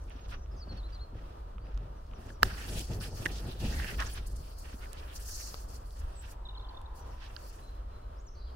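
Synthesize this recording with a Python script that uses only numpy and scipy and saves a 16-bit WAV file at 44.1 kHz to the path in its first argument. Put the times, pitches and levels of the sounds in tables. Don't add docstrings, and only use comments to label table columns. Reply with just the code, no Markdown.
import sys
import numpy as np
from scipy import signal
from scipy.fft import rfft, irfft, next_fast_len
from scipy.io import wavfile
from scipy.ndimage import uniform_filter1d

SR = 44100
rng = np.random.default_rng(int(sys.argv[2]) if len(sys.argv) > 2 else 0)


def to_wav(sig):
    pcm = np.clip(np.atleast_2d(sig), -1, 1) * 32767
    pcm = np.round(pcm).astype(np.int16)
    wavfile.write(sys.argv[1], SR, pcm.T)


def nominal_scale(level):
    x = np.asarray(level, float) / 20
    return 10 ** x


N = 377471

# f/Hz, density/dB per Hz
CRACK_BAND = [(1500, -27), (2600, 4), (5200, -4), (7500, -28)]
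# f/Hz, density/dB per Hz
SPARK_BAND = [(4500, -32), (6500, -1), (13500, -8.5), (16500, -25)]


def colour(x, points):
    hz, db = np.transpose(points)
    size = next_fast_len(N)
    f = np.maximum(np.arange(size // 2 + 1) * SR / size, 1)
    gain = nominal_scale(np.interp(np.log(f), np.log(hz), db)) * (f <= hz[-1])
    y = irfft(rfft(x, size) * gain, size)[..., :N]
    return y / np.sqrt(np.mean(y ** 2))


def walk(rate):
    hold = int(SR / rate)
    levels = np.repeat(rng.standard_normal(N // hold + 1), hold)
    return 2.0 * uniform_filter1d(uniform_filter1d(levels, hold), hold)[:N]


def ports(mid, side):
    return np.array([mid + side, mid - side])


def lean(sound, left_db):
    return sound * nominal_scale(np.array([[left_db], [-left_db]]))


def add(out, s, sound, pan_db=0, lag=0):
    sound = np.broadcast_to(sound, (2, sound.shape[-1]))
    for ch, (start, db) in enumerate([(int(s * SR) + lag, pan_db / 2), (int(s * SR), -pan_db / 2)]):
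        part = sound[ch, :max(N - start, 0)]
        out[ch, start:start + len(part)] += nominal_scale(db) * part


def grit(share, size_db):
    slips = (rng.random((2, N)) < share) * nominal_scale(size_db * rng.random((2, N)))
    return rng.standard_normal((2, N)) * (1 + slips[0] + slips[1] / 2)


def strokes(rows, rise_db_s, fall_db_s):
    t = np.arange(0, N / SR, .001)
    s, length, db, drift_db = np.transpose(rows)[:, :, None]
    shape = db + drift_db * np.clip((t - s) / length, 0, 1) - rise_db_s * np.maximum(s - t, 0)
    shape = shape - fall_db_s * np.maximum(t - s - length, 0)
    gains = nominal_scale(np.maximum(shape, -200))
    return np.interp(np.arange(N) / SR, t, np.sqrt(np.sum(gains ** 2, axis=0)))


def patchy(x, edges_hz, slow_db, quick_db):
    size = next_fast_len(N)
    spectrum = rfft(x, size)
    octave = np.log2(np.maximum(np.arange(size // 2 + 1) * SR / size, 1))
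    centres = np.log2(edges_hz)
    out = 0
    for row in np.eye(len(centres)):
        band = irfft(spectrum * np.interp(octave, centres, row), size)[..., :N]
        out = out + band * nominal_scale(slow_db * walk(14) + quick_db * walk(90))
    return out


def grip_clicks():
    # t/s, peak/dB, crack over ring/dB, sparkle over ring/dB, left minus right/dB
    ticks = [
        (1.5812, -44.5, -20, -40, -15),
        (1.7748, -42.5, -7, -17, -7),
        (2.136, -44, -15, -30, 9),
        (3.0097, -41, -7, -21, 5),
        (4.931, -54, 10, 13.5, -12),
        (5.5424, -36, -0.5, -25, 6),
        (7.3644, -47, -4, -33, -20),
    ]
    # t/s, peak/dB, ring f/Hz, crack over ring/dB, left minus right/dB
    pops = [(2.303, -36.5, 1650, -24, 0), (2.794, -41, 2600, 2, 9), (3.2553, -24.5, 2730, -12, -9),
            (3.2589, -12.5, 1840, -14.5, -7.5), (3.2624, -19.5, 1980, -15, -8),
            (3.265, -21.5, 1890, -12.5, 7), (3.725, -33, 1830, -24, -6), (3.799, -26.5, 1800, -25, -12),
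            (3.8206, -32, 1860, -24, -10), (3.8443, -28, 1780, -13, -14), (4.0017, -30, 1680, -6.5, -16),
            (4.0043, -31, 1750, -22, -8), (4.013, -22.5, 1600, -28, -1), (4.0227, -29, 1820, -17, -22),
            (7.365, -41, 1570, -24, -22), (7.37, -50, 1600, -20, -10)]
    tick_hz, flex_hz, flex_db, t60_s = 1280, 970, -15, 0.015
    out, t = np.zeros((2, N)), np.arange(SR // 8) / SR
    hiss = colour(rng.standard_normal((2, N)), CRACK_BAND)
    fizz = colour(rng.standard_normal((2, N)), SPARK_BAND)
    flash = np.exp(-((t - .0008) / 0.00043) ** 2)
    fade = (1 - np.exp(-t / 0.0009)) ** 2 * np.exp(-np.log(1000) * t / t60_s)
    fade = fade / fade.max()
    every = [(s, db, tick_hz, crack, spark, pan) for s, db, crack, spark, pan in ticks]
    every += [(s, db, hz, crack, crack - 5.5, pan) for s, db, hz, crack, pan in pops]
    for s, db, hz, crack_db, spark_db, pan_db in every:
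        here = slice(int(s * SR), int(s * SR) + len(t))
        shell = np.sin(2 * np.pi * hz * t) + 0.67 * np.sin(2 * np.pi * 0.916 * hz * t)
        crack = 0
        for band_db, band in ((crack_db, hiss), (spark_db, fizz)):
            burst = band[:, here] * flash
            crack = crack + nominal_scale(band_db) * burst / np.abs(burst).max()
        add(out, s, nominal_scale(db - 8.5) * (shell * fade + nominal_scale(13.0) * crack), pan_db)
        flex = np.sin(2 * np.pi * flex_hz * t) * fade
        add(out, s, nominal_scale(db + flex_db) * ports(0, flex))
    return out


def catch_snap():
    # f/Hz, level/dB, swell/s
    shell_modes = [(428, -22, 0.00074), (1385, -8, 0.00049), (1600, -7.5, 0.00053), (2950, -21.5, 0.00067),
                   (4200, -17.5, 0.00045), (4900, -26.5, 0.00054), (6230, -37, 0.00056),
                   (7670, -26.5, 0.00032), (13000, -18, 0.000093)]
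    # f/Hz, level/dB, swell/s
    bend_modes = [(555, -24, 0.001), (917, -5, 0.00048), (2600, -23, 0.00039), (5200, -24, 0.00098),
                  (12900, -24, 0.00034)]
    snap_s, pan_db, crack_db, spark_db = 2.4307, -5, -24, -27
    out, t = np.zeros((2, N)), np.arange(SR // 20) / SR

    def ring(modes):
        total = 0
        for hz, db, swell in modes:
            envelope = (t / swell) ** 2 * np.exp(2 - t / swell) / 4
            total = total + nominal_scale(db) * envelope * np.sin(2 * np.pi * hz * t)
        return total

    add(out, snap_s, ring(shell_modes), pan_db)
    add(out, snap_s, ports(0, ring(bend_modes)))
    hiss = colour(rng.standard_normal((2, N)), CRACK_BAND)[:, :len(t)]
    fizz = colour(rng.standard_normal((2, N)), SPARK_BAND)[:, :len(t)]
    burst = np.exp(-((t - .0009) / 0.00081) ** 2)
    add(out, snap_s, (nominal_scale(crack_db) * hiss + nominal_scale(spark_db) * fizz) * burst)
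    return out


def arm_thuds():
    # t/s, length/s, level/dB, drift/dB
    jolts = [(.0, .6, -56.5, 3), (.672, 0.04, -48, 2.5), (1.155, 0.033, -45.5, -3), (1.45, 0.43, -58, 8.5),
             (2.05, 0.21, -59, 13), (2.425, 0.015, -44.5, 3.5), (2.5, 0.31, -49.5, 8),
             (2.91, 0.25, -39, -8), (3.2, 0.36, -44, 0), (3.64, 0.034, -38, -2), (3.72, 0.19, -46.5, 3.5),
             (3.98, 0.43, -46, -9.5), (5.46, 0.43, -62, -6)]
    # f/Hz, density/dB per Hz
    thud_band = [(53, -46), (90, 2.5), (162, -5), (220, -8.5), (297, -12), (350, -11), (900, -24),
                 (1170, -45), (1980, -120)]
    rest_db = -67.5
    jolt = np.hypot(nominal_scale(rest_db), strokes(jolts, rise_db_s=404, fall_db_s=88))
    mid, side = colour(rng.standard_normal((2, N)), thud_band) * jolt * nominal_scale(2.4 * walk(50) - 2.7)
    return lean(ports(mid, nominal_scale(-14.0) * side), .6)


def low_knocks():
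    # t/s, peak/dB, f/Hz, t60/s
    knocks = [(0.154, -42, 263, 0.047), (0.672, -42, 600, 0.02), (0.676, -43.5, 235, 0.059),
              (1.154, -47, 500, .03), (1.171, -45, 151, 0.067), (2.427, -29, 237, 0.065),
              (2.785, -36, 146, 0.12), (3.008, -35, 184, 0.061), (2.929, -40, 375, 0.026),
              (3.202, -29.5, 119, 0.047), (3.2584, -27.5, 334, 0.035), (3.647, -26.5, 216, 0.079),
              (4.742, -35.5, 222, 0.034), (5.543, -28, 610, 0.0034)]
    out, t = np.zeros((2, N)), np.arange(SR // 8) / SR
    for s, db, hz, t60 in knocks:
        add(out, s, nominal_scale(db) * np.sin(2 * np.pi * hz * t) * np.exp(-np.log(1000) * t / t60))
    return out


def grip_creaks():
    # t/s, length/s, level/dB, drift/dB
    slides = [(.09, 0.17, -64, -3.5), (.29, 0.054, -61.5, 7), (.68, 0.099, -66, 3), (.89, 0.055, -67, 0),
              (1.15, 0.19, -66, -5), (1.65, 0.22, -67, -4), (2.07, 0.23, -77, 17.5),
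              (2.45, 0.37, -52.5, -1.5), (2.89, 0.064, -59.5, 5.5), (3.015, 0.056, -52.5, -2),
              (3.17, 0.069, -58.5, 5), (3.285, 0.3, -53, -13.5), (3.61, 0.17, -51, -2.5),
              (3.795, 0.15, -46.5, -5), (3.998, 0.1, -41.5, -16), (4.13, 0.052, -60.5, 8),
              (4.22, 0.14, -64, -13), (4.65, 0.088, -58.5, 2.5), (4.81, 0.064, -59, -2),
              (4.92, 0.69, -59.5, -5.5), (5.705, 0.078, -66, -4), (5.97, 0.36, -65, 3), (6.98, 0.3, -70, 9),
              (7.3, 0.5, -64, -8), (7.885, 0.085, -70, -5), (2.45, 1.3, -63, -7)]
    # f/Hz, density/dB per Hz
    creak_band = [(410, -10), (700, -8.5), (824, -5.5), (948, -11.5), (1490, -5), (1800, -3.5), (2110, -12),
                  (2690, -6), (3450, -11), (4500, -17), (5850, -15.5), (9900, -120)]
    slide = strokes(slides, rise_db_s=795, fall_db_s=600)
    creak = colour(grit(share=0.0037, size_db=-1.0), creak_band) * slide * nominal_scale(1.37 * walk(80) + 1.47)
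    return lean(patchy(creak, [700, 1440, 2450, 4000], slow_db=1.3, quick_db=1.43), -1.6)


def scrapes():
    # t/s, length/s, f/Hz, width/Hz, level/dB
    edges = [(0.31, 0.041, 1880, 1800, -51.5), (.315, 0.049, 1320, 500, -54),
             (2.423, 0.013, 1500, 2000, -42), (2.46, .09, 1600, 600, -59), (2.556, 0.11, 1700, 600, -52),
             (2.682, 0.079, 1660, 600, -64), (2.566, 0.09, 6000, 4000, -59), (2.68, 0.039, 9000, 4000, -52),
             (2.746, 0.077, 3130, 1500, -47), (2.758, 0.076, 9000, 5000, -68),
             (3.001, 0.088, 4900, 1300, -50.5), (3.312, 0.098, 4500, 3560, -49),
             (3.463, 0.083, 3560, 1990, -52.5), (3.584, 0.31, 3800, 2500, -51.5),
             (3.723, 0.23, 1920, 603, -47), (3.844, 0.078, 2680, 500, -47.5),
             (3.983, 0.075, 1190, 490, -43), (4.057, 0.026, 6000, 2000, -48),
             (4.13, 0.017, 9500, 1500, -47), (4.146, 0.063, 2640, 2000, -52),
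             (4.263, 0.024, 9700, 6000, -51.5), (4.303, 0.031, 8000, 7000, -59.5),
             (4.358, 0.017, 8000, 6000, -54.5), (4.582, 0.027, 9500, 7000, -55.5),
             (4.682, 0.042, 2200, 2000, -62), (4.808, .045, 1900, 1600, -52.5),
             (4.966, 0.042, 3470, 2500, -54), (5.074, 0.08, 3000, 1300, -57),
             (5.15, 0.034, 5760, 2500, -50), (5.135, 0.042, 9500, 5000, -62),
             (5.244, 0.27, 6050, 1480, -49), (5.394, 0.059, 8000, 7000, -51),
             (5.387, 0.048, 2500, 1500, -56), (5.504, 0.14, 5460, 2500, -59),
             (6.211, .025, 11000, 7000, -65), (6.266, 0.076, 9000, 9000, -62),
             (7.2, 0.086, 3470, 2600, -57)]
    # t/s, length/s, f/Hz, width/Hz, level/dB
    further_scrapes = [
        (2.83, 0.061, 2900, 1600, -62.5),
        (3.08, 0.089, 5200, 2000, -60),
        (3.545, 0.075, 3600, 1800, -59),
        (3.6, .15, 2800, 400, -55),
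        (3.715, 0.042, 1750, 300, -54),
        (4.085, .06, 2950, 900, -56),
        (4.2, 0.08, 3280, 1600, -67),
        (4.39, .16, 2950, 1300, -66),
    ]
    out = np.zeros((2, N))
    rough = grit(share=0.0061, size_db=16.5) * nominal_scale(1.4 * walk(90))
    for s, length, hz, width_hz, db in edges + further_scrapes:
        band = signal.butter(2, [hz - width_hz / 2, hz + width_hz / 2], "band", fs=SR, output="sos")
        burst = signal.sosfilt(band, rough[:, int(s * SR):int((s + length) * SR)])
        shape = np.sin(np.pi * np.linspace(0, 1, burst.shape[1]) ** 0.91) ** .5
        add(out, s, nominal_scale(db) * burst / burst.std() * shape, pan_db=-1.5)
    return out


def brushing():
    # t/s, length/s, level/dB, drift/dB
    brushes = [(.0, 0.21, -80.5, -2), (.28, 0.032, -80, 16.5), (.905, 0.041, -81, -3),
               (1.15, 0.15, -83.5, 2), (2.01, 0.11, -81, -1), (2.19, 0.14, -75, 6),
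               (2.44, 0.046, -53.5, -8), (2.5, 0.32, -61.5, 8), (2.785, 0.071, -49, -10),
               (2.87, 0.079, -66, 5.5), (3.015, 0.067, -56.5, -2), (3.15, 0.39, -58, -6.5),
               (3.6, 0.31, -58, 0.5), (3.9, 0.28, -58.5, 0), (4.265, 0.049, -65, -10),
               (4.357, 0.18, -67, 0), (4.585, 0.028, -63, -6), (4.62, 0.52, -65, -10),
               (5.13, 0.033, -69, 16), (5.2, 0.033, -61.5, 5), (5.26, 0.216, -53.5, 1.5),
               (5.49, 0.16, -54, -14), (5.69, 0.078, -62.5, 3), (5.85, 0.15, -74, 9), (6.15, 0.17, -87, 23),
               (2.45, 3.76, -68, -7.5), (6.962, 0.043, -67, -2), (7.06, 0.33, -76, 2.5),
               (7.39, 0.11, -66.5, 3), (7.53, 0.24, -68, -13.5)]
    # f/Hz, density/dB per Hz
    swish_band = [(2120, -46), (3600, -23), (4410, -0.5), (5970, -4.5), (6970, -6), (11500, -7.5),
                  (12600, -11), (15800, -11.5)]
    brush = strokes(brushes, rise_db_s=903, fall_db_s=602)
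    swish = colour(grit(share=0.0023, size_db=9), swish_band) * brush * nominal_scale(1.5)
    swish = patchy(swish, [4500, 6500, 9000, 12500], slow_db=0.9, quick_db=1.45)
    return lean(ports(swish[0], swish[1]), .8)


def flecks():
    # t/s, peak/dB, f/Hz, left minus right/dB
    grains = [(.041, -52, 7500, 0), (.098, -48.5, 9000, 9), (.105, -44, 2700, -5), (.286, -52, 8000, 0),
              (.461, -54, 2800, -6), (.775, -54, 10000, 3), (.948, -53, 5800, -2),
              (1.583, -47.5, 2600, -10), (1.669, -48, 2500, -2), (1.746, -51, 5000, 0),
              (1.777, -47, 5500, -7), (2.067, -54, 4800, 0), (2.114, -52, 2780, 4), (2.136, -47, 2600, 4),
              (2.27, -48, 6500, 2), (2.294, -50, 2500, 0), (2.699, -38, 8000, 4), (2.794, -27, 8000, 10),
              (2.811, -33, 9000, 5), (2.935, -38, 5000, -12), (3.011, -40, 4600, -3), (3.26, -35, 4500, -6),
              (3.788, -46, 5000, -3), (4.004, -28, 6000, -8), (4.858, -44, 2000, 0), (5.225, -37, 8600, -8),
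              (5.908, -47, 4500, -10), (6.612, -54, 4000, -4), (6.816, -48, 9500, -5),
              (6.816, -51, 3200, -5)]
    # t/s, peak/dB, f/Hz, left minus right/dB
    pings = [
        (7.3652, -40, 2980, -14),
        (7.3651, -35, 4500, -15),
        (4.3, -48, 8700, -4),
    ]
    out, t = np.zeros((2, N)), np.arange(-SR // 500, SR // 500) / SR
    for events, turns in ((grains, 0.93), (pings, 2.1)):
        for s, db, hz, pan_db in events:
            wavelet = np.sin(2 * np.pi * hz * t) * np.exp(-(t * hz / turns) ** 2)
            add(out, s + t[0], nominal_scale(db) * wavelet, pan_db)
    return out


def song(notes, bend, pan_db, lag_s, wobble_hz, echo_db, echo_s, rattle_hz=0):
    rattle_per_s, faint_hz_s = 80, 49300
    out = np.zeros((2, N))
    waver = wobble_hz * walk(300) + rattle_hz * np.sin(2 * np.pi * rattle_per_s * np.arange(N) / SR)
    for s, length, start_hz, end_hz, db in notes:
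        u = np.arange(int(length * SR)) / (length * SR)
        left_to_go = (np.exp(-bend * u) - np.exp(-bend)) / (1 - np.exp(-bend))
        slide = end_hz + (start_hz - end_hz) * left_to_go
        strength = np.sin(np.pi * u) ** 0.3 / (1 + np.abs(np.gradient(slide)) * SR / faint_hz_s)
        hz = slide + np.roll(waver, -int(s * SR))[:len(u)]
        note = strength * np.sin(2 * np.pi * np.cumsum(hz) / SR)
        add(out, s, nominal_scale(db + 7.5) * note, pan_db, lag=int(lag_s * SR))
    t = np.arange(SR // 2) / SR
    trunks = rng.standard_normal((2, len(t))) * np.exp(-t / echo_s) * (t > .004)
    trunks = trunks / np.sqrt(np.sum(trunks ** 2, axis=1, keepdims=True))
    echo = signal.fftconvolve(out, trunks, axes=1)[:, :N]
    return out * nominal_scale(1.27 * walk(130)) + nominal_scale(echo_db) * echo


def birds():
    # t/s, length/s, start f/Hz, end f/Hz, level/dB
    warbler = [
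        (.593, 0.051, 5920, 4360, -56.5),
        (.686, 0.046, 4800, 4200, -57),
        (.947, 0.022, 4680, 4080, -59),
        (6.152, 0.074, 7900, 7680, -62),
    ]
    dives = [
        (.77, 0.032, 4520, 4140, -56.5),
        (.798, 0.025, 4200, 3100, -64),
        (.922, 0.038, 4740, 4570, -63.5),
        (.97, .015, 3800, 3300, -74),
    ]
    risers = [
        (.826, 0.05, 3300, 4120, -60.5),
        (.99, 0.055, 3360, 4270, -60),
    ]
    gliders = [
        (1.608, 0.088, 4450, 5000, -78),
        (1.953, 0.05, 6950, 5300, -76),
        (2.138, 0.042, 6300, 5250, -71),
        (2.32, 0.058, 6360, 5360, -72),
        (2.33, 0.044, 5100, 4600, -78),
    ]
    thrush = [
        (6.962, 0.075, 7900, 5640, -70),
        (7.1, 0.04, 6370, 5330, -69.5),
        (7.615, 0.056, 4050, 4070, -71),
        (7.67, 0.031, 4120, 4070, -68),
        (7.905, 0.08, 4100, 4040, -77),
        (8.01, .06, 4080, 4080, -81),
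        (8.262, 0.034, 7600, 5350, -59),
        (8.465, 0.038, 3650, 3130, -74),
    ]
    buzzer = [(.0, 0.04, 6050, 5840, -78), (.1, .05, 6140, 6050, -78), (.21, 0.04, 6500, 6500, -76),
              (.275, .025, 5200, 5340, -78), (.275, .025, 6500, 6400, -77), (.34, 0.06, 5960, 5970, -75),
              (.36, .05, 4900, 5100, -80), (.41, 0.042, 5740, 5700, -76), (.41, .045, 6650, 6540, -83)]
    rattler = [(.512, 0.024, 4950, 5430, -71), (.545, .02, 4900, 6400, -71), (.56, .035, 6200, 6000, -75),
               (.565, .03, 4750, 5200, -69), (8.165, 0.057, 4860, 7950, -69.5),
               (8.29, 0.074, 6030, 5900, -76), (8.35, 0.16, 4530, 4220, -70), (8.44, 0.13, 4680, 4660, -78)]
    # t/s, f/Hz, level/dB
    blips = [(6.453, 3750, -53), (6.464, 3680, -53), (6.487, 3810, -50), (6.496, 3040, -66),
             (6.506, 3600, -59), (6.534, 2950, -64), (6.548, 3680, -56), (6.557, 3270, -59),
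             (6.573, 4000, -51.5), (6.594, 3480, -56), (6.609, 3700, -59), (6.623, 4000, -59),
             (6.632, 3130, -63), (6.644, 3530, -56), (6.664, 3230, -64), (6.687, 4230, -54),
             (6.694, 3300, -66), (6.707, 3170, -66), (6.744, 3660, -57), (6.769, 3690, -53),
             (6.858, 3740, -58)]
    trill = [(s, 0.011, hz + 100, hz - 100, db) for s, hz, db in blips]
    out = song(warbler, 2.8, 0.84, .00006, 32, -11.5, 0.12)
    out += song(dives, -1.7, 1.3, .00006, 20, -16.0, 0.077)
    out += song(risers, 5.45, 1.2, .00006, 25, -12.0, 0.06)
    out += song(trill, 0.28, .3, .00013, 60, -13.0, 0.12)
    out += song(thrush, 2.4, 0.4, .00005, 25, -7.0, 0.08)
    out += song(gliders, 1.33, 1.2, .00006, 25, -8.0, .06)
    out += song(buzzer, -0.78, .3, .00007, 60, -7, 0.03)
    out += song(rattler, -0.78, 0, 0, 90, -3, .04, rattle_hz=330)
    return out


def passing_car():
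    # f/Hz, density/dB per Hz
    tyres = [(500, -42), (780, -3), (860, -4.5), (960, -2.5), (1020, 2), (1100, -10), (1200, -11),
             (1700, -18), (2600, -40)]
    # t/s, f/Hz
    tread = [(6.349, 895), (6.499, 1000), (6.76, 1040), (6.83, 920), (6.92, 864), (7.08, 1015), (7.2, 980)]
    nearest_s, wide_s, car_db, whine_db, whine_width_hz = 6.785, 0.34, -58.5, -4.5, 68
    t = np.arange(N) / SR
    roar, roar_side = rng.standard_normal((2, N))
    passing = nominal_scale(car_db) * np.exp(-((t - nearest_s) / wide_s) ** 2 / 2)
    turn = 2 * np.pi * np.cumsum(np.interp(t, *np.transpose(tread))) / SR
    narrow = [(1, 0), (whine_width_hz / 2, 0), (2 * whine_width_hz, -30)]
    flutter = colour(np.array([roar, roar_side]), narrow)
    whine = flutter[0] * np.cos(turn) + flutter[1] * np.sin(turn)
    mid = colour(roar, tyres) + nominal_scale(whine_db) * whine
    return passing * ports(mid, nominal_scale(-4.0) * colour(roar_side, tyres))


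def traffic_rumble():
    # t/s, length/s, level/dB, drift over the swell/dB
    swells = [
        (.25, 0.77, -45, 2),
        (1.17, 0.63, -53.5, 12.5),
        (2.425, .02, -38, 7),
        (2.62, 0.7, -44, 3),
        (3.66, 0.736, -34, -5.5),
        (5.96, 0.082, -49, 13.5),
    ]
    # f/Hz, density/dB per Hz
    rumble_band = [(8.8, -31), (15, -2.5), (40, 0), (50, 6.5), (57, -1.5), (65, 0.5), (92, -12.5),
                   (107, -11), (123, -32), (250, -43), (320, -34.5), (550, -120)]
    rest_db = -43
    lift = np.hypot(nominal_scale(rest_db), strokes(swells, rise_db_s=311, fall_db_s=146))
    return lift * colour(rng.standard_normal(N), rumble_band)


def open_air():
    # f/Hz, density/dB per Hz
    air_mid = [(71, -51), (120, -1.5), (177, -8.5), (461, -7), (627, -8.5), (817, -15.5), (1280, -11.5),
               (2180, -27.5), (2960, -26.5), (4350, -31.5), (7110, -39.5), (12300, -41.5), (15800, -46)]
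    # f/Hz, density/dB per Hz
    air_side = [(12, -36), (20, -13), (81, -1), (181, -20), (443, -5), (967, 1.5), (1390, -15.5),
                (2170, -25), (4360, -24), (6100, -29.5), (7010, -33.5), (11000, -35), (15800, -42)]
    mid, side = rng.standard_normal((2, N))
    air = ports(nominal_scale(-59) * colour(mid, air_mid), nominal_scale(-57.5) * colour(side, air_side))
    return air * nominal_scale(0.89 * walk(17))


def scene():
    hand = grip_clicks() + catch_snap() + arm_thuds() + low_knocks() + grip_creaks()
    touch = scrapes() + brushing() + flecks()
    return hand + touch + birds() + passing_car() + traffic_rumble() + open_air()


def top_cut(x):
    return signal.sosfilt(signal.butter(12, 16810, fs=SR, output="sos"), x)


def record(dry):
    ceiling = .67
    mix = ceiling * np.tanh(dry / ceiling)
    return top_cut(mix)


dry = scene()
out = record(dry)
to_wav(out)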